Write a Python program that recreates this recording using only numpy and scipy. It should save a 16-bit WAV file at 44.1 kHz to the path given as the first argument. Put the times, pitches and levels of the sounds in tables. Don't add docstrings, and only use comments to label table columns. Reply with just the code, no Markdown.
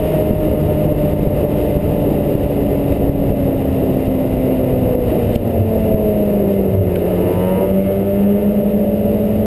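import sys
import numpy as np
from scipy import signal
from scipy.fft import rfft, irfft, next_fast_len
from scipy.io import wavfile

SR = 44100
rng = np.random.default_rng(int(sys.argv[2]) if len(sys.argv) > 2 else 0)


def wrap_up_sound(samples):
    columns = np.atleast_2d(samples).T
    tamed = np.clip(columns, -1, 1)
    steps = np.round(tamed * 32767).astype(np.int16)
    wavfile.write(sys.argv[1], SR, steps)


N = 417170
TIME_S = np.arange(N) / SR
CRUISE_LUG_HZ = 145

# (time [s], lug rate [Hz])
LUG_RATE = [(0.0, 155.0), (0.4, 153.0), (1.17, 148.8), (2.15, 145.5), (3.15, 139.4), (3.71, 132.6),
            (4.59, 129.2), (5.01, 124.2), (5.57, 113.0), (6.53, 99.0), (6.92, 90.8), (7.1, 89.8),
            (7.35, 91.0), (8.52, 103.9), (8.71, 104.6), (9.46, 106.8)]
# (time [s], crank rate [Hz])
CRANK_RATE = [(0.0, 106.8), (0.61, 102.8), (1.21, 101.0), (2.1, 102.1), (3.19, 100.5), (3.48, 95.1),
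              (3.84, 97.3), (4.55, 96.8), (5.46, 87.4), (6.22, 90.6), (6.35, 89.8), (6.95, 81.8),
              (7.2, 87.9), (7.35, 89.6), (7.67, 97.0), (8.35, 100.0), (9.03, 96.3), (9.46, 96.1)]
# (time [s], throttle [0-1])
THROTTLE = [(0.0, 0.08), (3.0, 0.37), (4.6, 0.18), (5.2, 0.04), (6.3, 0), (6.92, 0.5), (7.6, 0.98),
            (8.3, 0.7), (9.46, 0.57)]
# (multiple of lug rate [-], level [dB])
TRACK_ORDERS = [(3, -16), (5, -4.5), (6, 0.5), (7, -6.5), (8, -10.5), (9, -13.5)]
# (frequency [Hz], gain [dB])
TUNNEL_RESPONSE = [(90, -12), (125, -1.5), (150, 4), (300, 7.5), (520, 1), (655, 2.5), (715, -14),
                   (820, -13), (920, -12), (1400, -19.5)]
CHASSIS_RESPONSE = [(165, -3), (183, -6.5), (198, 0.5), (215, -2.5), (237, -6), (262, -3), (310, -9.5),
                    (360, -9), (410, -4.5), (465, -15.5), (497, -3), (530, -18), (565, -11.5), (610, -7)]
PIPE_RESPONSE = [(95, -4), (290, -14), (390, -6.5), (420, 6), (490, -5.5), (585, 4), (680, -15), (780, -20)]
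RASP_RESPONSE = [(780, 0), (900, 5), (1060, -13), (1230, 0), (1480, -5.5), (1620, -11), (1790, -3),
                 (1900, -22), (2100, -1.5), (2350, -12.5), (2700, -5.5), (2920, -8.5), (3150, -14)]
AIRBOX_RESPONSE = [(720, -14), (850, -7), (930, 1), (980, 0), (1050, -19), (1290, -15), (1400, -28),
                   (1540, -20), (1700, -28), (1850, -21), (2100, -23), (2650, -29), (2900, -15),
                   (3150, -32)]
# (time [s], level [dB])
RASP_LEVEL = [(0.0, -42), (3.0, -50), (4.4, -47), (6.8, -45), (7.5, -38.5), (7.9, -41.5), (8.4, -41.5),
              (8.8, -48), (9.46, -46)]
# (frequency [Hz], relative density [dB])
WIND_SPECTRUM = [(12, -21), (25, -2), (50, 4), (75, 5.5), (130, 0), (220, -3.5), (400, -39.5)]
SNOW_SPECTRUM = [(70, -15), (130, 0.5), (200, 0.5), (330, 2.5), (420, 2.5), (520, 1.5), (620, -1),
                 (720, -6.5), (850, -16), (1050, -22.5), (1500, -39.5)]
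HISS_SPECTRUM = [(600, -15.5), (1000, -4.5), (1270, -4), (1600, -6.5), (1900, -0.5), (2060, -10),
                 (2300, -4), (2800, 1), (3350, -11), (3700, -8.5), (4300, -18.5), (4800, -14),
                 (5600, -21.5), (6500, -1.5)]
# (time [s], snow and hiss gain [dB], wind gain [dB], half length [s])
SURGES = [(0.126, 1.5, -5, 0.17), (1.6, 2, 0, 0.084), (2.937, 4, 3, 0.041), (3.2, -0.5, 4.5, 0.13),
          (4.453, 0, 0, 0.28), (5.197, 2.5, 3.5, .18), (5.906, 2, 3, 0.24), (7.345, 3, 1, 0.41),
          (8.5, -2, -2, .6)]
# (time [s], level [dB], half length [s])
HOOD_BOOMS = [(1.206, -26, 0.15), (4.777, -21, 0.11), (5.56, -17.5, .22), (6.807, -18.5, 0.14),
              (7.36, -25, 0.17), (9.4, -25, 0.086)]
# (time [s], peak [dB])
BUMPS = [(.311, -1), (.335, -2), (.924, -5), (1.274, 0), (1.77, -5), (2.355, -2.5), (3.043, -2.5),
         (3.097, -2), (3.305, -3), (4.082, -2.5), (5.362, -2), (5.946, -2)]
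# (time [s], level [dB], ring [Hz], width [Hz], half length [s])
KNOCKS = [(4.45, -48, 2200, 700, .2), (5.335, -46, 2800, 1800, .025), (5.357, -31, 2700, 1400, .005),
          (5.358, -46, 5300, 700, .005), (6.53, -51, 5200, 1500, .003), (6.962, -33, 1580, 300, .006),
          (6.96, -32, 2450, 1100, .004), (7.85, -44, 2200, 250, .07)]


def from_db(db):
    return 10 ** (np.asarray(db) / 20)


def unit_rms(x):
    return x / np.sqrt(np.mean(x ** 2) + 1e-20)


def curve(points):
    return np.interp(TIME_S, *np.transpose(points))


def db_at(points, hz):
    points_hz, db = np.transpose(points)
    return np.interp(np.log(hz), np.log(points_hz), db)


def swell(at_s, half_s):
    return np.exp(-((TIME_S - at_s) / half_s) ** 2)


def drift(rate_hz):
    hop, settle = 40, 2000
    pole = np.exp(-2 * np.pi * rate_hz * hop / SR)
    white = rng.standard_normal(N // hop + settle + 2)
    slow = signal.lfilter([1], [1, -2 * pole, pole * pole], white)[settle:]
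    return np.interp(np.arange(N) / hop, np.arange(len(slow)), unit_rms(slow))


def noise(spectrum):
    size = next_fast_len(N)
    hz = np.maximum(np.arange(size // 2 + 1) * SR / size, 1)
    gain = from_db(db_at(spectrum, hz)) * np.minimum(1, spectrum[-1][0] / hz) ** 2
    return unit_rms(irfft(rfft(rng.standard_normal(size)) * gain, size)[:N])


def resonant_noise(hz, width_hz):
    radius = np.exp(-np.pi * width_hz / SR)
    section = [1, 0, -1, 1, -2 * radius * np.cos(2 * np.pi * hz / SR), radius * radius]
    return unit_rms(signal.sosfilt([section, section], rng.standard_normal(N)))


def phase_rad(hz, wobble, wobble_hz):
    return 2 * np.pi * np.cumsum(hz * (1 + wobble * drift(wobble_hz))) / SR


def tone(rad, rough, flutter_hz):
    rad = rad + rng.uniform(0, 2 * np.pi)
    in_phase = (1 + rough * drift(flutter_hz)) * np.sin(rad)
    quadrature = rough * drift(flutter_hz) * np.cos(rad)
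    return (in_phase + quadrature) / np.sqrt(.5 + rough ** 2)


def partials(rad, hz, orders, response, rough):
    return unit_rms(sum(from_db(db + db_at(response, k * hz)) * tone(k * rad, rough, flutter_hz=13)
                        for k, db in orders))


def track(lug_hz, throttle):
    rad = phase_rad(lug_hz, wobble=.0012, wobble_hz=5.2)
    slap_db = -27.5 + db_at(TUNNEL_RESPONSE, lug_hz)
    drone_db = -17.5 + 3 * throttle + db_at(CHASSIS_RESPONSE, 2 * lug_hz)
    whine_db = -14.5 - 4.5 * throttle + db_at(CHASSIS_RESPONSE, 4 * lug_hz)
    rattle_db = -28.5 - 10.5 * throttle - 8 * np.log2(lug_hz / CRUISE_LUG_HZ)
    slap = from_db(slap_db) * tone(rad, rough=.35, flutter_hz=9.2)
    drone = from_db(drone_db) * tone(2 * rad, rough=.075, flutter_hz=6.6)
    whine = from_db(whine_db) * tone(4 * rad, rough=.23, flutter_hz=5)
    rattle = from_db(rattle_db) * partials(rad, lug_hz, TRACK_ORDERS, TUNNEL_RESPONSE, rough=.22)
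    return slap + drone + whine + rattle


def engine(crank_rad, crank_hz, throttle):
    low = [(k, 0) for k in (1, 3, 4, 5, 6, 7)]
    high = [(k, 0) for k in range(8, 35)]
    firing_db = -28.5 + 9.5 * throttle + db_at(CHASSIS_RESPONSE, 2 * crank_hz)
    firing = from_db(firing_db) * tone(2 * crank_rad, rough=.15, flutter_hz=8)
    pipe = from_db(-29 + 11 * throttle) * partials(crank_rad, crank_hz, low, PIPE_RESPONSE, rough=.29)
    rasp = from_db(curve(RASP_LEVEL)) * partials(crank_rad, crank_hz, high, RASP_RESPONSE, rough=.25)
    return firing + pipe + rasp


def wind(speed_octaves):
    surge_db = sum(db * swell(at_s, half_s) for at_s, _, db, half_s in SURGES)
    return from_db(-21.5 + 9 * speed_octaves + surge_db + .65 * drift(6.2)) * noise(WIND_SPECTRUM)


def snow(speed_octaves, surge_db):
    return from_db(-19 + 4.5 * speed_octaves + surge_db + 1.45 * drift(12)) * noise(SNOW_SPECTRUM)


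def machinery_hiss(crank_rad, speed_octaves, surge_db):
    panel = from_db(-12) * resonant_noise(hz=2056, width_hz=140)
    gain_db = -38.5 + 4 * speed_octaves + surge_db + .88 * drift(21)
    throb = 1 + .083 * np.cos(crank_rad)
    return from_db(gain_db) * (noise(HISS_SPECTRUM) + panel) * throb


def hood(hum_db=-34.5):
    booms = sum(from_db(db) * swell(at_s, half_s) for at_s, db, half_s in HOOD_BOOMS)
    return (from_db(hum_db) + booms) * resonant_noise(hz=96.3, width_hz=19.4)


def bumps(push_s=.0018):
    return sum(from_db(db) * (1 - ((TIME_S - at_s) / push_s) ** 2) * swell(at_s, push_s)
               for at_s, db in BUMPS)


def knocks():
    return sum(from_db(db) * swell(at_s, half_s) * resonant_noise(hz, width_hz)
               for at_s, db, hz, width_hz, half_s in KNOCKS)


def intake_snarl(crank_rad, crank_hz, at_s=7.46, hold_s=.14, rise_db_per_s=46, fall_db_per_s=129):
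    before_s = np.maximum(at_s - TIME_S, 0)
    after_s = np.maximum(TIME_S - at_s - hold_s, 0)
    level_db = -30.5 - rise_db_per_s * before_s - fall_db_per_s * after_s
    high = [(k, 0) for k in range(8, 35)]
    return from_db(level_db) * partials(crank_rad, crank_hz, high, AIRBOX_RESPONSE, rough=.18)


def limiter(x, threshold_db=-5.5, release_db_per_s=50, attack_s=.0021):
    over_db = np.maximum(20 * np.log10(np.abs(x) + 1e-9) - threshold_db, 0)
    ramp_db = release_db_per_s * TIME_S
    cut_db = np.maximum.accumulate(over_db + ramp_db, axis=1) - ramp_db
    pole = np.exp(-1 / (attack_s * SR))
    return x * from_db(-signal.lfilter([1 - pole], [1, -pole], cut_db))


def scene():
    lug_hz, crank_hz, throttle = curve(LUG_RATE), curve(CRANK_RATE), curve(THROTTLE)
    crank_rad = phase_rad(crank_hz, wobble=.0011, wobble_hz=12)
    speed_octaves = np.log2(lug_hz / CRUISE_LUG_HZ)
    surge_db = sum(db * swell(at_s, half_s) for at_s, db, _, half_s in SURGES)
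    drive = track(lug_hz, throttle) + engine(crank_rad, crank_hz, throttle)
    rush = wind(speed_octaves) + snow(speed_octaves, surge_db)
    hiss = machinery_hiss(crank_rad, speed_octaves, surge_db)
    return (drive + rush + hiss + hood() + bumps() + knocks() + intake_snarl(crank_rad, crank_hz))[None]


def record(dry):
    padded = np.pad(limiter(dry), ((0, 0), (0, 441)), "reflect", reflect_type="odd")
    at_12khz = signal.resample_poly(padded, 40, 147, axis=1)
    at_12khz = signal.sosfilt(signal.butter(2, 5600, fs=12000, output="sos"), at_12khz)
    held_48khz = np.repeat(at_12khz, 4, axis=1)
    held = signal.resample_poly(held_48khz, 147, 160, axis=1)[:, :N]
    return signal.sosfilt(signal.ellip(14, .2, 90, 15200, fs=SR, output="sos"), held)


dry = scene()
out = record(dry)
wrap_up_sound(out)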